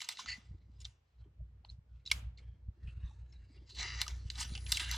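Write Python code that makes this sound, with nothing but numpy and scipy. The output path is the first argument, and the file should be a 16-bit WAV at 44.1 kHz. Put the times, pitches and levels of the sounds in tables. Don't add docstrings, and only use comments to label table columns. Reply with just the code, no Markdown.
import sys
import numpy as np
from scipy import signal
from scipy.io import wavfile
from scipy.ndimage import uniform_filter1d

SR = 44100
rng = np.random.default_rng(int(sys.argv[2]) if len(sys.argv) > 2 else 0)


def level_to_linear(level):
    exponent = np.asarray(level, float) / 20
    return 10 ** exponent


def unload_audio(sound):
    columns = np.transpose(np.atleast_2d(sound))
    steps = np.round(np.clip(columns, -1, 1) * 32767)
    wavfile.write(sys.argv[1], SR, steps.astype(np.int16))


N = 219221
LEFT_RIGHT = np.array([[1], [-1]])

# (pitch_hz, level_db_per_hz)
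HUSH_COLOUR = [(400, -1), (640, -9), (900, -5), (2000, -14), (3600, -18), (7000, -37), (16000, -40)]
# (pitch_hz, t60_s, level_db)
ROOM_TAIL = [(711, 0.72, -23.5), (1300, 0.46, -25.5), (2602, 0.37, -31), (4240, 0.16, -32.5),
             (6600, 0.2, -35), (10800, 0.26, -28)]
# (start_s, rustle_db)
PALM_WEIGHT = [(0.0, -78.5), (0.23, -73.5), (0.64, -74.5), (1.15, -90.5), (1.27, -70.5), (1.3, -79.5),
               (1.99, -81.5), (2.23, -70.5), (2.32, -77.5), (3.46, -76.5), (3.5, -72), (3.71, -77.5),
               (3.81, -64.5), (4.06, -73.5), (4.57, -61.5), (4.58, -68), (4.96, -63), (4.97, -74)]
# (peak_s, peak_db, ring_hz)
DESK_KNOCKS = [(0.25, -57.5, 230), (0.387, -56.5, 215), (0.549, -64, 330), (0.697, -59, 231.5),
               (1.269, -60.5, 350), (1.407, -67, 629), (1.647, -66.5, 760), (2.778, -66.5, 360),
               (3.113, -63.5, 859), (3.507, -52, 233.5), (3.623, -58.5, 323.3), (.02, -56.5, 877),
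               (0.048, -59.5, 988), (4.38, -59, 800), (4.552, -62.5, 792), (4.581, -60, 790),
               (4.948, -47.5, 934),
               (0.383, -59, 207), (0.542, -65, 303), (0.616, -62, 172), (0.691, -64, 214.8),
               (1.264, -58, 363), (1.606, -65, 171.4), (2.157, -56, 171), (2.228, -58, 205),
               (2.542, -62, 172), (2.687, -61, 228.6), (3.012, -65, 191), (3.361, -67, 180),
               (3.504, -54, 240.5), (3.572, -62, 358), (3.732, -63, 372), (3.787, -65, 172.6),
               (3.855, -56.5, 377), (4.093, -66, 386), (4.253, -54.5, 183), (4.393, -55, 186),
               (4.453, -58, 183), (4.508, -52.5, 194), (4.619, -61, 172), (4.76, -59, 213),
               (4.818, -56.5, 347), (4.873, -66, 171.6)]
# (peak_s, peak_db, rise_ms, fall_ms); rise and fall span 20 dB
HUM_SWELLS = [(.29, -49, 38, 190), (.495, -49.5, 105, 134), (.87, -47.5, 470, 75), (.93, -67, 34, 450),
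              (1.22, -49.5, 77, 150), (1.42, -38.5, 51, 79), (1.52, -52, 220, 370), (1.73, -46.5, 140, 105),
              (1.94, -45.5, 73, 113), (2.16, -38.5, 98, 280), (2.27, -36, 170, 92), (2.5, -42.5, 190, 87),
              (2.69, -50, 193, 74), (2.86, -43, 79, 180), (2.96, -44.5, 160, 170), (3.06, -41.5, 166, 165),
              (3.22, -45.5, 168, 110), (3.43, -48, 320, 88), (3.59, -50.5, 120, 250), (3.81, -43, 120, 330),
              (3.98, -38.5, 320, 160), (4.12, -38.5, 57, 290), (4.26, -43, 130, 650),
              (4.42, -40.5, 930, 130), (4.56, -40, 930, 200), (4.71, -38, 960, 130),
              (4.87, -40.5, 65, 1000), (4.97, -38.5, 400, 200)]
# (multiple, level_db)
HUM_OVERTONES = [(1, -15.5), (3, -0.5), (4, -5), (5, -17), (6, -23)]
# (peak_s, lift_db, width_ms)
HUM_OPENINGS = [(0.513, 12.5, 5.6), (0.554, 9, 14.6), (1.411, 2, 8.1), (1.791, 10.5, 4.4),
                (2.691, 11.5, 6.2), (2.847, 9, 5.8), (2.881, 10, 8.1), (2.98, 8, 6.3), (3.047, 11, 7),
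                (3.237, 7.5, 4.7), (4.261, 6, 5.6), (4.522, 11, 2.1)]
# (pitch_hz, width_hz, level_db)
LOW_MODES = [(730, 200, -6.5), (970, 220, 0.5), (1250, 100, 2.5), (1496, 190, 1.5)]
CHASSIS_MODES = [(1750, 300, -5), (2020, 220, 0), (2280, 260, -3)]
MID_MODES = [(2850, 520, -2), (3500, 550, -4), (4080, 450, -1), (4850, 600, -2), (5800, 750, -5),
             (6750, 650, -7), (7650, 600, -12)]
HIGH_MODES = [(6800, 3000, 4.5), (8750, 550, 6), (9630, 2900, -3.5), (12800, 5900, -12), (14800, 1500, -12)]
# (peak_s, peak_db, rise_ms, fall_ms, favoured_hz)
PRESSES = [(1.212, -75.5, 59, 110, 3140), (2, -73.5, 18, 140, 4100), (1.9, -77.5, 61, 530, 1450),
           (2.396, -63.5, 14, 52, 2420), (2.42, -72, 12.2, 290, 3200), (3.2, -67, 90, 100, 910),
           (3.15, -70, 110, 270, 1700), (2.837, -66.5, 55, 200, 1900), (2.887, -64, 130, 170, 2700),
           (3.03, -64.5, 150, 140, 2600), (3.08, -62.5, 150, 160, 3750), (3.1, -71, 30, 77, 5700),
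           (3.3, -76, 46, 110, 6700), (3.326, -62, 4.8, 75.6, 4000), (4.2, -61, 87, 95, 4320),
           (3.45, -69, 200, 110, 2800), (4, -66, 260, 190, 2750), (3.55, -69, 230, 320, 4820),
           (4, -75.5, 42, 140, 7650), (3.22, -72, 37, 240, 4000), (2.1, -78.5, 66, 80, 3600),
           (1.95, -78, 100, 100, 1000), (1.2, -78, 55, 60, 4100), (.62, -78, 36, 80, 2200)]
# (start_s, pitch_hz, level_db)
SQUEAKS = [
    [(4.47, 9470, -64), (4.626, 9800, -68.5), (4.704, 10560, -57), (4.71, 10484, -97),
     (4.715, 10460, -57.5)],
    [(4.8, 10460, -57.5), (4.87, 9630, -67.5), (4.892, 9590, -64), (4.905, 9600, -74)],
]
# (peak_s, peak_db, rise_ms, fall_ms,
# treble_db)
STROKES = [(0.019, -51, 26, 26, -2.5), (.045, -59, 15, 90, -14), (0.113, -49.5, 37, 47, -7.5),
           (0.2, -50, 36, 55, -9), (0.739, -88, 126, 600, -16.5), (3.708, -63.5, 47, 8, -33.5),
           (2.125, -70, 3, 110, 5), (4.009, -48.5, 26, 14, -11.5), (4.285, -70.5, 110, 68, -14),
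           (4.361, -60, 49, 110, -49), (4.378, -50, 8.8, 31, -6), (4.409, -48.5, 22, 38, 3),
           (4.431, -48, 53, 8.8, 0.5), (4.444, -57, 20, 54, -25), (4.695, -63, 33, 8.7, -14),
           (4.522, -61, 93, 150, -19.5), (4.6, -72, 100, 44, -21), (4.665, -69, 8.9, 35, -30),
           (4.71, -58.5, 39, 35, 5), (4.767, -46.5, 93, 34, 0), (4.797, -39, 5, 66, -11),
           (0.818, -68, 23, 26, 1.5), (0.855, -67, 16, 59, 1), (4.921, -45, 85, 82, -15),
           (4.96, -53.5, 92, 200, -6)]
# (peak_s, peak_db, rise_ms, fall_ms, treble_db)
DRAGS = [(.297, -57.5, 95, 133, -14.5), (.45, -85.5, 180, 252, -15), (3.796, -44.5, 23.5, 70.5, -20),
         (3.828, -46, 16, 50, -14), (3.868, -70, 89, 197, -11), (3.959, -71, 76, 98, -39.5),
         (4.026, -52, 145, 25, -28), (4.097, -55, 18, 76, -11), (4.16, -93, 130, 181, 7),
         (3.772, -55, 10, 40, -30)]
# (start_s, level_db)
CREAKS = [
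    [(0.262, -58), (0.288, -44), (0.302, -48), (0.31, -51.5), (0.33, -45.5), (0.344, -54), (0.365, -61),
     (0.39, -89)],
]
# (pitch_hz, width_hz, level_db)
CREAK_MODES = [(2000, 340, -2), (2750, 500, -9), (4220, 200, -6), (4600, 450, -3), (6860, 510, -15),
               (6540, 190, -18.5), (7900, 81, -25)]
# (start_s, slips_per_s, level_db)
JUDDERS = [
    [(3.80, 258, -60), (3.83, 235.8, -50), (3.86, 231.6, -49), (3.895, 225, -48.5), (3.93, 235.7, -48.5),
     (3.972, 215.7, -54), (3.99, 328.7, -48.5), (4.008, 500, -51)],
    [(4.806, 332.3, -47), (4.815, 309.8, -52), (4.83, 302.6, -48), (4.85, 302, -58)],
]
# (pitch_hz, width_hz, level_db)
JUDDER_MODES = [(1250, 250, -9), (1980, 380, 0), (2830, 320, -3), (3950, 420, -5), (4830, 330, -3),
                (5680, 400, -11), (6780, 450, -17)]
# (start_s, level_db)
RELEASES = [
    [(4.79, -66), (4.798, -43), (4.82, -50), (4.87, -50.5), (4.9, -55), (4.97, -51)],
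]
# (pitch_hz, width_hz, level_db)
RELEASE_MODES = [(960, 200, -8.5), (1600, 220, 0), (2030, 300, -8), (2800, 350, -2), (3800, 500, -4)]
# (peak_s, peak_db, pitch_hz, width_ms)
CHIRPS = [(0.101, -49, 3900, 1), (0.1066, -40.5, 4100, 1.6), (0.115, -46, 4130, 1), (0.252, -60, 6400, 10),
          (0.279, -51, 2000, 2), (0.289, -42, 2000, 1.6), (0.297, -46, 2000, 1.7), (0.3167, -44, 1964, 2),
          (0.316, -42, 4530, 2), (0.329, -41.5, 4506, 2.1), (0.328, -44.5, 2650, 1.8),
          (0.343, -44.5, 2000, 2.7), (0.359, -46.5, 2000, 3.5), (0.77, -78, 4980, 8.5),
          (0.806, -62, 5300, 2), (0.817, -53, 6900, 1.2), (0.8195, -56, 5200, 1.5),
          (0.858, -51.5, 3170, 1.9), (2.064, -43, 3950, 2.2), (2.066, -48, 5400, 2),
          (2.0765, -40, 3970, 1.7), (2.083, -44.5, 3980, 1.6), (2.375, -58, 4100, 1),
          (3.7676, -46.5, 3994, .8), (3.777, -43, 4000, .8), (3.812, -42, 4070, 2.5),
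          (3.822, -39, 4070, 2.3), (3.842, -46, 4800, 1.5), (4.778, -35, 2200, 1.8),
          (0.8532, -36, 3600, 0.8), (0.853, -50, 5660, 2.3), (1.6494, -49.5, 4280, 0.65),
          (1.65, -54.5, 2926, 0.83), (1.6501, -52.5, 853, 1), (1.689, -62, 4000, 1), (1.694, -50, 4130, .9),
          (1.7007, -42.5, 4170, 0.71), (1.704, -59.5, 4260, 1), (3.03, -70.5, 2887, 5.5),
          (3.06, -73, 6100, 3.6), (3.328, -64, 5310, 3.5), (3.365, -66.5, 3890, 3.9),
          (3.53, -79.5, 7800, 5.9), (3.58, -66, 2800, 4), (4.9145, -40.5, 13140, 0.91),
          (4.9147, -32, 6090, 0.92)]
# (start_s, peak_db, ring_hz, treble_db, length_ms)
SCUFFS = [(0.044, -46, 6540, -12, 6.8), (0.104, -52, 4040, -22, 9.7), (0.126, -50, 8200, 0, 0.95),
          (0.2055, -50, 3860, -19, 3.2), (0.517, -82, 2800, -12.5, 2.5), (0.8045, -55, 7100, -12, 6),
          (0.814, -56, 5240, -14, 6), (0.8475, -47, 3840, -17, 6.2), (2.0558, -54.5, 3800, -18, 0.54),
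          (2.0622, -43.5, 4070, -24, 7.6), (2.0738, -41, 3840, -31, 5.8), (2.1, -46, 2800, -20, 11),
          (2.3756, -55, 4220, -33, 12.7), (2.3843, -57.5, 2180, -22.5, 9.4),
          (2.874, -54.5, 2690, -42.5, 17.5), (3.694, -53, 4220, -15, 42), (3.748, -49.5, 4270, -17.5, 54),
          (3.785, -38, 3940, -24, 28), (4.065, -42.5, 1250, -9, 6.8), (4.356, -43, 3900, -16, 5.3),
          (4.537, -48, 4600, -15, 5), (4.7444, -34.5, 3900, -19, 20), (4.758, -40, 3440, -21, 3.4),
          (4.797, -36, 2740, -20, 9.6)]
# (start_s, peak_db, ring_hz, treble_db, low_mid_db)
TICKS = [(0.0044, -33, 2200, -21, -39), (0.0175, -29.5, 6900, -16, -13), (0.088, -22, 3600, -4.5, -13),
         (0.1703, -37, 3780, -28, -28), (0.1913, -31, 1044, -33, -32), (0.259, -36.5, 1300, -25, -11),
         (0.285, -42, 2000, -7, -23), (0.851, -37.5, 3930, -24, -12.5), (1.6483, -45, 4220, -46, -13),
         (1.6995, -49, 4220, -42, -46), (3.3245, -58, 5700, -30, -29), (4.0148, -17.5, 4027, -7, -14),
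         (4.0792, -26.5, 5550, -13, -12.5), (4.3008, -27.5, 3960, -16.5, -29), (4.4928, -48, 4100, -8, -12),
         (4.5513, -30.5, 2760, -21.5, -25), (4.576, -36, 2860, -18, -30), (4.664, -36, 2520, -18, -36),
         (4.719, -21.5, 5330, 7.5, -25), (4.7222, -14, 3710, -9, -21.5), (4.7704, -19.5, 3170, -7, -44),
         (4.9129, -28.5, 3880, -2, -10)]
# (start_s, peak_db, ring_hz, treble_db, low_mid_db)
LATCH = [
    (2.1145, -13.5, 2224, -8, -19),
]
# (pitch_hz, level_db)
MASKED_TREBLE = [(8500, -40), (10500, -29), (15500, -26)]
# (pitch_hz, level_db)
HEARING_FLOOR = [(8500, -116), (10500, -108), (15500, -108)]

CONTACT_SHIFT_DB = 3.5


def unit(x):
    return x / np.sqrt(np.mean(x ** 2))


def ring(x, hz, width):
    return signal.lfilter(*signal.iirpeak(hz, hz / max(width, 1.), fs=SR), x)


def walk(rate):
    k = int(SR / rate)
    held = np.repeat(rng.standard_normal(N // k + 1), k)
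    return unit(uniform_filter1d(held, k)[:N])


def pulse(t, s, width_ms):
    return np.exp(-((t - s) * 1000 / width_ms) ** 2 / 2)


def curves(spans, rest):
    t = np.arange(N) / SR
    out = np.tile(np.array(rest, float)[:, None], N)
    for s, *columns in map(np.transpose, spans):
        on = (t >= s[0]) & (t <= s[-1] + 1 / 500)
        out[:, on] = [np.interp(t[on], s, c) for c in columns]
    return out


def swells(rows):
    s, db, rise_ms, fall_ms = np.transpose(rows)[:4, :, None]
    late_ms = np.arange(N * 1000 // SR + 2) - s * 1000
    return db - 20 * np.maximum(-late_ms / rise_ms, late_ms / fall_ms)


def full(x):
    return np.interp(np.arange(N) / SR * 1000, np.arange(len(x)), x)


def body(x, modes, shift_db=0):
    gain = np.sqrt(sum(level_to_linear(db) ** 2 * np.pi * width / SR / 2 for _, width, db in modes))
    out = 0
    for k, (hz, width, db) in enumerate(modes):
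        favour = level_to_linear(shift_db * walk(14)) if shift_db else 1
        out = out + (-1) ** k * level_to_linear(db) * ring(ring(x * favour, hz, width), hz, width)
    return out / gain


def board(low, chassis, mid, high, shift_db=0):
    groups = (LOW_MODES, CHASSIS_MODES, MID_MODES, HIGH_MODES)
    return sum(body(x, modes, shift_db) for x, modes in zip((low, chassis, mid, high), groups))


def grains(patchy_db, spiky_db, count):
    shared = patchy_db * walk(54)
    forces = []
    for _ in range(count):
        level_db = shared + 1.5 * walk(150) + spiky_db * rng.exponential(size=N)
        forces.append(unit(level_to_linear(level_db) * rng.standard_normal(N)))
    return forces


def hush():
    out = 0
    hz_points, db_points = np.transpose(HUSH_COLOUR)
    for hz in 450 * 2 ** np.arange(0, 5.2, .4):
        mid, side = ring(rng.standard_normal((2, N)), hz, hz / 3)
        db = np.interp(np.log(hz), np.log(hz_points), db_points) + 2.2 * walk(10.0)
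        out = out + level_to_linear(db) * (mid + 0.99 * side * LEFT_RIGHT)
    return unit(out) * level_to_linear(-84.5)


def room(x):
    out = 0
    for hz, t60, db in ROOM_TAIL:
        keep = level_to_linear(-120 / (t60 * SR))
        energy = signal.lfilter([1 - keep], [1, -keep], ring(x, hz, hz * 0.16) ** 2)
        noise = rng.standard_normal((2, N))
        mid, side = unit(ring(ring(noise, hz, hz * 0.8), hz, hz * 0.8))
        late = np.sqrt(uniform_filter1d(energy, size=401, origin=200) + 1e-18)
        out = out + level_to_linear(db + 14.5) * late * (mid + side * LEFT_RIGHT)
    return out


def palms():
    rub = rng.standard_normal((2, 2, N))
    rustle = unit(ring(ring(rub[0], 170, 200), 170, 300))
    for hz, db in [(240, -14), (340, -9), (430, -10)]:
        hollow = unit(ring(ring(rub[1], hz, hz / 4), hz, hz / 2))
        rustle = rustle + level_to_linear(db + 3.5 * walk(8)) * hollow
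    weight_db = curves([PALM_WEIGHT], [-120])[0]
    rustle = rustle * level_to_linear(weight_db - 2.5 + 2.0 * walk(30))
    t = np.arange(N) / SR
    knocks = sum(level_to_linear(db) * np.sin(2 * np.pi * hz * t) * pulse(t, s, 3.8)
                 for s, db, hz in DESK_KNOCKS)
    return knocks + rustle[0] + level_to_linear(-8.0) * rustle[1] * LEFT_RIGHT


def hum():
    shaft_hz, shut_db = 30.04, -78.5
    db = full(np.maximum(swells(HUM_SWELLS).max(axis=0), shut_db))
    over_db = -6 - 0.22 * (db + 50)
    t = np.arange(N) / SR
    lift = sum(lift_db * pulse(t, s, ms) for s, lift_db, ms in HUM_OPENINGS)
    turn = 2 * np.pi * shaft_hz * t
    overtones = sum(level_to_linear(line_db + 1.9 * walk(22)) * np.cos(k * turn + 1.5 * walk(20))
                    for k, line_db in HUM_OVERTONES)
    main = level_to_linear(2.2 * walk(20)) * np.cos(2 * turn + .4 * walk(12))
    return level_to_linear(db - 1.5 + lift) * (main + level_to_linear(over_db + lift / 2) * overtones)


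def press():
    lines = swells(PRESSES)
    soft, drift = grains(1.5, 1.2, count=2)
    soft = soft * full(level_to_linear(lines.max(axis=0)))
    waver = 3 * walk(14)
    streaks = 0
    for k, (line, (*_, hz)) in enumerate(zip(lines, PRESSES)):
        touch = drift * level_to_linear(full(line) + np.roll(waver, 9001 * k))
        streaks = streaks + ring(ring(touch, hz, hz / 13), hz, hz / 9)
    patches = 0
    for hz in 750 * 2 ** np.arange(0, 3.4, .3):
        db = -6.5 * np.log2(hz / 1900) ** 2 + 4 * walk(13)
        patches = patches + level_to_linear(db) * ring(ring(soft, hz, hz / 4), hz, hz / 2)
    return level_to_linear(3.0) * patches + level_to_linear(8.5) * streaks


def squeak():
    hz, db = curves(SQUEAKS, [10000, -130])
    wobble = 1 + 0.00077 * walk(190)
    level = level_to_linear(uniform_filter1d(db, size=300) + 2 + 2.6 * walk(120))
    return level * np.sin(2 * np.pi * np.cumsum(hz * wobble) / SR)


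def slides():
    glove, drag = level_to_linear(swells(STROKES)), level_to_linear(swells(DRAGS))
    treble = level_to_linear(np.array(STROKES + DRAGS)[:, -1]) @ np.vstack([glove, drag])
    glove, drag = full(glove.sum(axis=0)), full(drag.sum(axis=0))
    low, chassis, mid, high = grains(1.6, 2.2, count=4)
    low = low * (level_to_linear(-12) * glove + level_to_linear(-10.5) * drag)
    chassis = chassis * (level_to_linear(-9.5) * glove + level_to_linear(-2) * drag)
    mid = mid * (glove + drag)
    high = level_to_linear(-1.0) * ring(high * full(treble), 7100, 7000)
    return board(low, chassis, mid, high, CONTACT_SHIFT_DB)


def creak():
    level = level_to_linear(curves(CREAKS, [-120])[0])
    return body(grains(2.5, 1.5, count=1)[0] * level, CREAK_MODES)


def judder():
    rate, db = curves(JUDDERS, [200, -140])
    turns = np.cumsum(rate * (1 + .06 * walk(230))) / SR
    slips = np.diff(np.floor(turns), prepend=0) > 0
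    force = slips * np.sqrt(SR / rate) * level_to_linear(db + 1.2 * rng.standard_normal(N))
    rattle = signal.lfilter([1], [1, -.97], force) * rng.standard_normal(N)
    return body(force + level_to_linear(-18) * rattle, JUDDER_MODES)


def release():
    level = level_to_linear(curves(RELEASES, [-120])[0])
    return body(grains(2.3, 2, count=1)[0] * level, RELEASE_MODES, CONTACT_SHIFT_DB)


def chirps():
    t = np.arange(N) / SR
    return sum(level_to_linear(db) * np.sin(2 * np.pi * hz * t) * pulse(t, s, ms) for s, db, hz, ms in CHIRPS)


def contacts(events, rise_ms, own_db, q, chassis_db, grain_db):
    size = 4096
    force, own = np.zeros((4, N + size)), np.zeros(N + size)
    t_ms = np.arange(size) / SR * 1000
    for s, db, hz, high_db, low_db, ms in events:
        chance = rng.standard_normal((2, size))
        fall = np.exp(-t_ms / max(ms, .3)) + level_to_linear(-23) * np.exp(-t_ms / 11)
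        burst = chance[0] * level_to_linear(grain_db * chance[1]) * np.minimum(t_ms / rise_ms, 1) * fall
        burst = burst / np.sqrt(np.mean(burst[:128] ** 2))
        i = max(int((s - rise_ms / 1000) * SR), 0)
        soft_db = min(high_db + 22, 0) * .4
        cutoff_hz = min(19000 * level_to_linear(1.9 * soft_db), .45 * SR)
        push = signal.lfilter(*signal.butter(4, cutoff_hz, fs=SR), burst)
        group_db = np.array([[low_db], [chassis_db + soft_db], [-0.5 + soft_db], [high_db]])
        force[:, i:i + size] += level_to_linear(db - 12.5 + group_db) * np.array([push, push, push, burst])
        part = ring(ring(push, hz, hz / q), hz, hz / 2)
        own[i:i + size] += level_to_linear(db + own_db) * part / np.abs(part).max()
    return board(*force[:, :N]) + own[:N]


def scuffs():
    events = [(*row, -25.5, ms) for *row, ms in SCUFFS]
    return contacts(events, rise_ms=2.7, own_db=0.0, q=16, chassis_db=-22.5, grain_db=4.5)


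def ticks():
    late_s, tick_ms, latch_ms = .0012, 0.86, 3.7
    events = [(s + late_s, *row, tick_ms) for s, *row in TICKS]
    events += [(*row, latch_ms) for row in LATCH]
    return contacts(events, rise_ms=1.3, own_db=-7.5, q=11.0, chassis_db=-11.0, grain_db=2.0)


def scene():
    hands = ticks() + scuffs() + slides() + press() + creak() + judder() + chirps() + release()
    close = hands + squeak()
    apart = level_to_linear(-6.5) * ring(np.roll(close, 9), 11000, 8400)
    scatter = rng.standard_normal(400) * np.exp(-np.arange(400) / 90) / 7
    apart = apart + level_to_linear(-16.5) * signal.fftconvolve(hands, scatter)[:N]
    left_db = -1.3
    stereo_hands = close * level_to_linear(left_db / 2 * LEFT_RIGHT) + apart * LEFT_RIGHT
    return stereo_hands + room(hands) + hum() * level_to_linear(-.12 * LEFT_RIGHT) + palms() + hush()


def thin_treble(x):
    hz, _, frames = signal.stft(x, SR, nperseg=1024)
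    power = np.mean(np.abs(frames) ** 2, axis=0)
    mid = power[(hz > 1500) & (hz < 6000)].mean(axis=0)
    for low_hz in np.arange(8400, 17000, 700):
        band = (hz >= low_hz) & (hz < low_hz + 700)
        chance_db = np.repeat(5 * rng.standard_normal(len(mid) // 3 + 1), 3)[:len(mid)]
        masked = mid * level_to_linear(np.interp(low_hz, *np.transpose(MASKED_TREBLE))) ** 2
        unheard = level_to_linear(np.interp(low_hz, *np.transpose(HEARING_FLOOR))) ** 2
        frames[:, band] *= power[band].mean(axis=0) * level_to_linear(chance_db) > masked + unheard
    return signal.istft(frames, SR, nperseg=1024)[1][:, :N]


def top_cut(x):
    return signal.sosfilt(signal.butter(12, 16500, fs=SR, output="sos"), x)


def record(dry):
    hiss = level_to_linear(-99.5) * rng.standard_normal(dry.shape)
    mix = thin_treble(dry) + hiss
    return top_cut(mix)


dry = scene()
out = record(dry)
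unload_audio(out)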